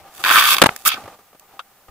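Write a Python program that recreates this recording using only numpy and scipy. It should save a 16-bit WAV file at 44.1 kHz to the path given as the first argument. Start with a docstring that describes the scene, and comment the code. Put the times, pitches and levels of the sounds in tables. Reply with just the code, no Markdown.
"""After a faint low thump, stretched glue sizzles and a climbing skin rips off a ski, on quiet snow.
The glue lets go in quick slips that ring the ski, over a fizz of snapping threads. The ski knocks
hard beside the microphone and overloads it. A second short rip frees the tip, clothing rustles,
and the loose skin swings with one small clack."""
import sys
import numpy as np
from scipy import signal
from scipy.fft import rfft, irfft
from scipy.io import wavfile
from scipy.ndimage import uniform_filter1d

SR = 44100
rng = np.random.default_rng(int(sys.argv[2]) if len(sys.argv) > 2 else 0)


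def dump(signal):
    """Clip the signal to [-1, 1] and save it as 16-bit WAV at the path in sys.argv[1]."""
    limited = np.clip(np.atleast_2d(signal).T, -1, 1)
    pcm = np.round(limited * 32767).astype(np.int16)
    wavfile.write(sys.argv[1], SR, pcm)


N = 83790
FFT_SIZE = 2 ** 17
TIME = np.arange(N) / SR
HZ = np.arange(FFT_SIZE // 2 + 1) * SR / FFT_SIZE

# one list for each pull on the skin: (time [s], ring level [dB], rasp level [dB], fizz level [dB])
PULLS = [
    [(0.248, -15, -24, -25), (0.292, -14, -17.5, -20.5), (0.313, -9.5, -17.5, -18),
     (0.342, -18, -18.5, -15), (0.354, -9.5, -17, -15.5), (0.395, -16, -12, -14), (0.42, -17, -18, -20),
     (0.52, -24.5, -14.5, -13.5), (0.547, -18, -16, -15), (0.556, -33.5, -31.5, -31),
     (0.612, -35.5, -36.5, -35.5)],
    [(0.851, -29.5, -28, -17), (0.862, -19.5, -15.5, -11), (0.88, -20.5, -22.5, -4.5),
     (0.889, -33.5, -21, -20), (0.906, -33, -25.5, -34), (0.94, -40, -23.5, -37),
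     (0.975, -41.5, -49.5, -57)],
]
# how fast the glue peels: (time [s], slip rate [1/s])
SLIP_RATE = [(0.29, 227), (0.37, 380), (0.93, 300)]
# the ski's main ring, shifting as the glue line travels: (time [s], pitch [Hz], boost [dB])
MOVING_RING = [(0.28, 1080, 0.5), (0.315, 1335, 4.5), (0.39, 1163, 10), (0.43, 1160, 3.5),
               (0.465, 1236, 12.5), (0.525, 1190, 12.5), (0.54, 1105, 2), (0.87, 1272, 12.5)]
# steady resonances, the pitches a thing favours: (pitch [Hz], width [Hz], boost [dB])
SKI_RINGS = [(1521, 35, 7.5), (2281, 290, 11)]
SLEEVE_RINGS = [(793, 45, 10.1), (1216, 55, 12)]
# glue stretching before each pull: (time [s], level [dB], length [s])
STRETCHES = [(0.101, -34.5, 0.29), (0.649, -48, 0.13)]
# hard knocks of the ski:
# (time [s], level [dB], length [s], thud against crack [dB], treble limit [Hz], hollow note [Hz])
KNOCKS = [(0.6166, 1, 0.0073, -9, 14100, 413), (0.6238, -7, 0.0045, 2.5, 7980, 399.6),
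          (0.637, -9.5, 0.0067, 0.5, 12200, 218.2), (0.644, -24, 0.014, -20, 8770, 1098),
          (0.659, -8, 0.004, -1, 9000, 1030), (0.664, -11.5, 0.0052, -5, 14000, 852),
          (0.69, -12, 0.0032, -8.5, 3220, 420)]
# short events: (time [s], level [dB])
GLUE_SNAPS = [(0.239, -14), (0.2478, -20), (0.451, -18), (0.5663, -14.5), (0.5826, -11.5), (0.597, -27.5),
              (0.918, -21)]
SKIN_CLACKS = [(1.592, -21.5)]
GRIT_TICKS = [(0.7621, -15.5), (1.396, -33)]
SOFT_BUMPS = [(0.94, -30.5), (0.976, -31.5), (1.038, -33), (1.056, -34.5), (1.077, -34.5), (1.122, -45),
              (1.188, -44), (1.329, -47.5), (1.347, -44.5), (1.883, -41)]
# a faint low thump at the very start, then two puffs of air on the microphone: (time [s], level [dB])
LOW_THUMPS = [(0.004, -49.5), (1.033, -45), (1.887, -34)]
# how loudly the clothing rubs: (time [s], level [dB])
RUSTLE_LEVELS = [(0.13, -48), (0.22, -42.5), (0.7, -33.5), (0.83, -55), (0.98, -37.5), (1.11, -48),
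                 (1.18, -53.5), (1.39, -65.5), (1.42, -51.5), (1.54, -51.5), (1.62, -60)]
# each sound's tone, its balance of bass and treble: (frequency [Hz], relative level [dB])
RING_TONE = [(50, -31.5), (720, -17.5), (1050, -2.5), (1550, -4.5), (2100, -13), (5000, -37)]
RASP_TONE = [(1200, -33.5), (2300, -8), (3300, 1.5), (4700, -4), (8000, -28.5)]
FIZZ_TONE = [(2000, -22), (5400, 0), (6800, -2.5), (10800, 0.5), (13800, 3.5)]
CRACK_TONE = [(60, -21.5), (1300, -0.5), (3300, -5.5), (5500, -15)]
THUD_TONE = [(25, -15), (170, 0), (1300, -3.5), (5000, -65.5)]
CLACK_TONE = [(300, -29.5), (600, -4), (1000, -4), (1380, 8), (1850, -9.5), (3400, -5), (5000, -19.5),
              (15000, -36)]
TICK_TONE = [(200, -15.5), (2000, -3.5), (15000, -4.5)]
RUSTLE_TONE = [(100, -9.5), (350, -7.5), (750, -2), (1000, -6.5), (15000, -25.5)]
BUMP_TONE = [(100, -5), (550, 5), (15000, -27.5)]
THUMP_TONE = [(20, -24.5), (105, 3.5), (170, -21.5), (1000, -57.5)]
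HISS_TONE = [(1500, 4.5), (4000, -2), (11000, -1.5), (14500, 4.5)]
# how alike left and right are: (frequency [Hz], likeness [0 to 1])
STEREO_LIKENESS = [(50, 0.56), (200, 0.91), (1300, 0.98), (4000, 0.05)]


def peel():
    """Glue sticks and slips, ringing the ski and rasping, while its thin threads snap in a fizz."""
    slip_spread_db, slip_decay_s = 4, .0016
    threads_per_s, thread_spread_db = 11000, 3.5
    speed = np.interp(TIME, *np.transpose(SLIP_RATE))
    uneven_rate = speed * np.exp(.24 * drift(250))
    slips = np.diff(np.floor(np.cumsum(uneven_rate) / SR), prepend=0)  # one click for each slip
    slips *= from_db(slip_spread_db * np.clip(rng.standard_normal(N), -2, 2))
    drag = .2 * (speed / 320) ** 2  # fast slips merge into a steady drag
    tearing = drag + signal.lfilter([1], [1, -np.exp(-1 / (slip_decay_s * SR))], slips)
    cracks = .8 * slips
    # dividing by the running strength lets PULLS set the loudness
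    strength = np.sqrt(uniform_filter1d(tearing ** 2 + cracks ** 2, size=700))
    ring = shape_tone(pull_gain(1) * (tearing * noise() + cracks) / strength, RING_TONE, SKI_RINGS)
    rasp = shape_tone(pull_gain(2) * (tearing * noise() + cracks) / strength, RASP_TONE, SKI_RINGS)
    breaks = rng.random((2, N)) < threads_per_s / SR
    threads = breaks * from_db(thread_spread_db * rng.standard_normal(N)) * noise()
    fizz = unit_power(threads * (tearing / strength) ** .46)  # partly follows the slips
    return ring + rasp + shape_tone(pull_gain(3) * fizz, FIZZ_TONE)


def pull_gain(column):
    """Loudness over time from one column of PULLS, silent outside the pulls."""
    return sum(from_db(np.interp(TIME, pull[:, 0], pull[:, column], left=-np.inf, right=-np.inf))
               for pull in map(np.array, PULLS))


def glue_snaps():
    """Larger patches of glue let go at once, with the same ring, rasp and fizz."""
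    force = sum(burst(start, db, hold_s=.00054, decay_s=.0019) for start, db in GLUE_SNAPS)
    rasp = from_db(4) * shape_tone(force * noise(), RASP_TONE, SKI_RINGS)
    ring = shape_tone(force * noise(), RING_TONE, SKI_RINGS)
    fizz = from_db(-1) * shape_tone(force * noise(), FIZZ_TONE)
    return ring + rasp + fizz


def ski_ring(sound):
    """The ski's main resonance moves as the glue line travels along it."""
    times, hz, boost_db = np.transpose(MOVING_RING)
    return resonate(sound, np.interp(TIME, times, hz), np.interp(TIME, times, boost_db), width_hz=90)


def ski_knocks():
    """The ski knocks close by: a harsh crack over a thud, with a hollow note set by the spot struck."""
    decay_s, apart = .0008, .2  # apart: the share that shakes left and right separately
    grit, shake = (np.sqrt(1 - apart) * noise() + np.sqrt(apart) * rng.standard_normal((2, N))
                   for _ in range(2))
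    crack = thud = 0
    for start, db, length, thud_db, treble_hz, _ in KNOCKS:
        dull = signal.butter(3, treble_hz, fs=SR, output="sos")  # softer contacts are duller
        crack += signal.sosfilt(dull, burst(start, db, length, decay_s) * grit)
        thud += burst(start, db + thud_db, length, decay_s)
    hits = shape_tone(crack, CRACK_TONE) + shape_tone(thud * shake, THUD_TONE)
    starts, *_, hollow_hz = np.transpose(KNOCKS)
    latest_knock = np.searchsorted(starts[1:], TIME)
    return resonate(hits, hollow_hz[latest_knock], boost_db=6.5, width_hz=114)


def clack_and_ticks():
    """The loose skin and its clip clack once; glue and grit tick lightly."""
    clack = sum(burst(start, db, hold_s=0, decay_s=.0066, rise_s=.00094) for start, db in SKIN_CLACKS)
    ticks = sum(burst(start, db, hold_s=0, decay_s=.0017) for start, db in GRIT_TICKS)
    return shape_tone(clack * noise(), CLACK_TONE) + shape_tone(ticks * noise(), TICK_TONE)


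def glue_sizzle():
    """Stretched glue starts a faint, uneven sizzle just before each pull."""
    tension = sum(burst(start, db, length, decay_s=.18, rise_s=.18) for start, db, length in STRETCHES)
    flicker = from_db(3.5 * drift(440))
    return shape_tone(tension * flicker * noise(), TICK_TONE)


def handling():
    """Clothing rustles, and the loose skin and sleeve flap."""
    rub = from_db(np.interp(TIME, *np.transpose(RUSTLE_LEVELS)) + 3 * drift(49.65))
    bumps = sum(burst(start, db, hold_s=.0021, decay_s=.008, rise_s=.00089) for start, db in SOFT_BUMPS)
    return (shape_tone(rub * noise(), RUSTLE_TONE, SLEEVE_RINGS)
            + shape_tone(bumps * noise(), BUMP_TONE, SLEEVE_RINGS))


def low_thumps():
    """A faint low thump at the very start; later, air puffs twice on the microphone."""
    thumps = sum(burst(start, db, hold_s=.022, decay_s=.0034, rise_s=.0034) for start, db in LOW_THUMPS)
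    return shape_tone(thumps * noise(), THUMP_TONE)


def scatter(sound):
    """Sound bounces off ski, glove and housing, rippling the treble differently left and right."""
    gain, decay_s = from_db(-2), .002
    spray = unit_power(rng.standard_normal((2, N)) * np.exp(-TIME / decay_s)) / np.sqrt(N)
    spray = signal.sosfilt(signal.butter(2, 1500, "high", fs=SR, output="sos"), spray + 1e-18)
    bounces = signal.fftconvolve(sound, spray, axes=1)[:, :N]
    return (sound + gain * bounces) / np.sqrt(1 + gain ** 2)


def microphone_hiss():
    """The microphone adds its own faint, steady hiss."""
    return from_db(-53) * shape_tone(noise(), HISS_TONE)


def from_db(db):
    """Turn decibels into a multiplier."""
    return 10 ** (np.asarray(db) / 20)


def unit_power(x):
    """Scale to an average power of 1."""
    return x / np.sqrt(np.mean(x ** 2) + 1e-20)


def over_hz(points):
    """Join (frequency, value) points into a curve, spaced by octaves."""
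    hz, value = np.transpose(points)
    return np.interp(np.log(HZ + 1), np.log(hz), value)


def shape_tone(sound, tone, rings=()):
    """Give a sound a tone and resonances; white noise keeps its power."""
    gain = from_db(over_hz(tone))
    for hz, width, boost_db in rings:
        peak = 1 / (1 + (2 * (HZ - hz) / width) ** 2)
        gain *= np.sqrt(1 + (from_db(boost_db) ** 2 - 1) * peak)
    # a minimum-phase filter: ringing comes after a hit, never before
    cepstrum = irfft(np.log(unit_power(gain)))[:FFT_SIZE // 2]
    cepstrum[1:] *= 2
    response = np.exp(rfft(cepstrum, FFT_SIZE))
    return irfft(rfft(sound, FFT_SIZE) * response)[..., :N]


def resonate(sound, hz, boost_db, width_hz):
    """Boost a narrow band around a pitch that can move."""
    turn = np.exp(2j * np.pi * np.cumsum(hz) / SR)
    fade = np.exp(-np.pi * width_hz / SR)
    # shift the pitch down to zero, smooth, then shift back
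    ringing = 2 * np.real(turn * signal.lfilter([1 - fade], [1, -fade], sound / turn + 1e-18))
    return sound + (from_db(boost_db) - 1) * ringing


def noise():
    """White stereo noise, alike on both sides in the lows and unrelated in the treble."""
    alike = over_hz(STEREO_LIKENESS)
    mid, side = rfft(rng.standard_normal((2, FFT_SIZE)))
    spectrum = np.sqrt(1 + alike) * mid + np.sqrt(1 - alike) * side * [[1], [-1]]
    return unit_power(irfft(spectrum)[:, :N])


def drift(steps_per_s):
    """A random wobble with a typical size of 1."""
    return unit_power(np.interp(TIME * steps_per_s, np.arange(N), rng.standard_normal(N)))


def burst(start, db, hold_s, decay_s, rise_s=.00054):
    """Loudness of one event: it rises, then dies away from hold_s after its start."""
    age = TIME - start
    return from_db(db) * np.clip(age / rise_s, 0, 1) * np.exp(-np.clip((age - hold_s) / decay_s, 0, 20))


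def scene():
    """Everything is close and dry; open snow gives no echo."""
    skin = glue_sizzle() + ski_ring(peel() + glue_snaps()) + clack_and_ticks()
    return scatter(skin) + ski_knocks() + handling() + low_thumps() + microphone_hiss()


def record(dry):
    """The microphone overloads on the knocks, and the highest treble is cut."""
    treble_cut = signal.ellip(10, .1, 70, 15500, fs=SR, output="sos")
    return signal.sosfilt(treble_cut, np.clip(dry, -1, 1))


dry = scene()
out = record(dry)
dump(out)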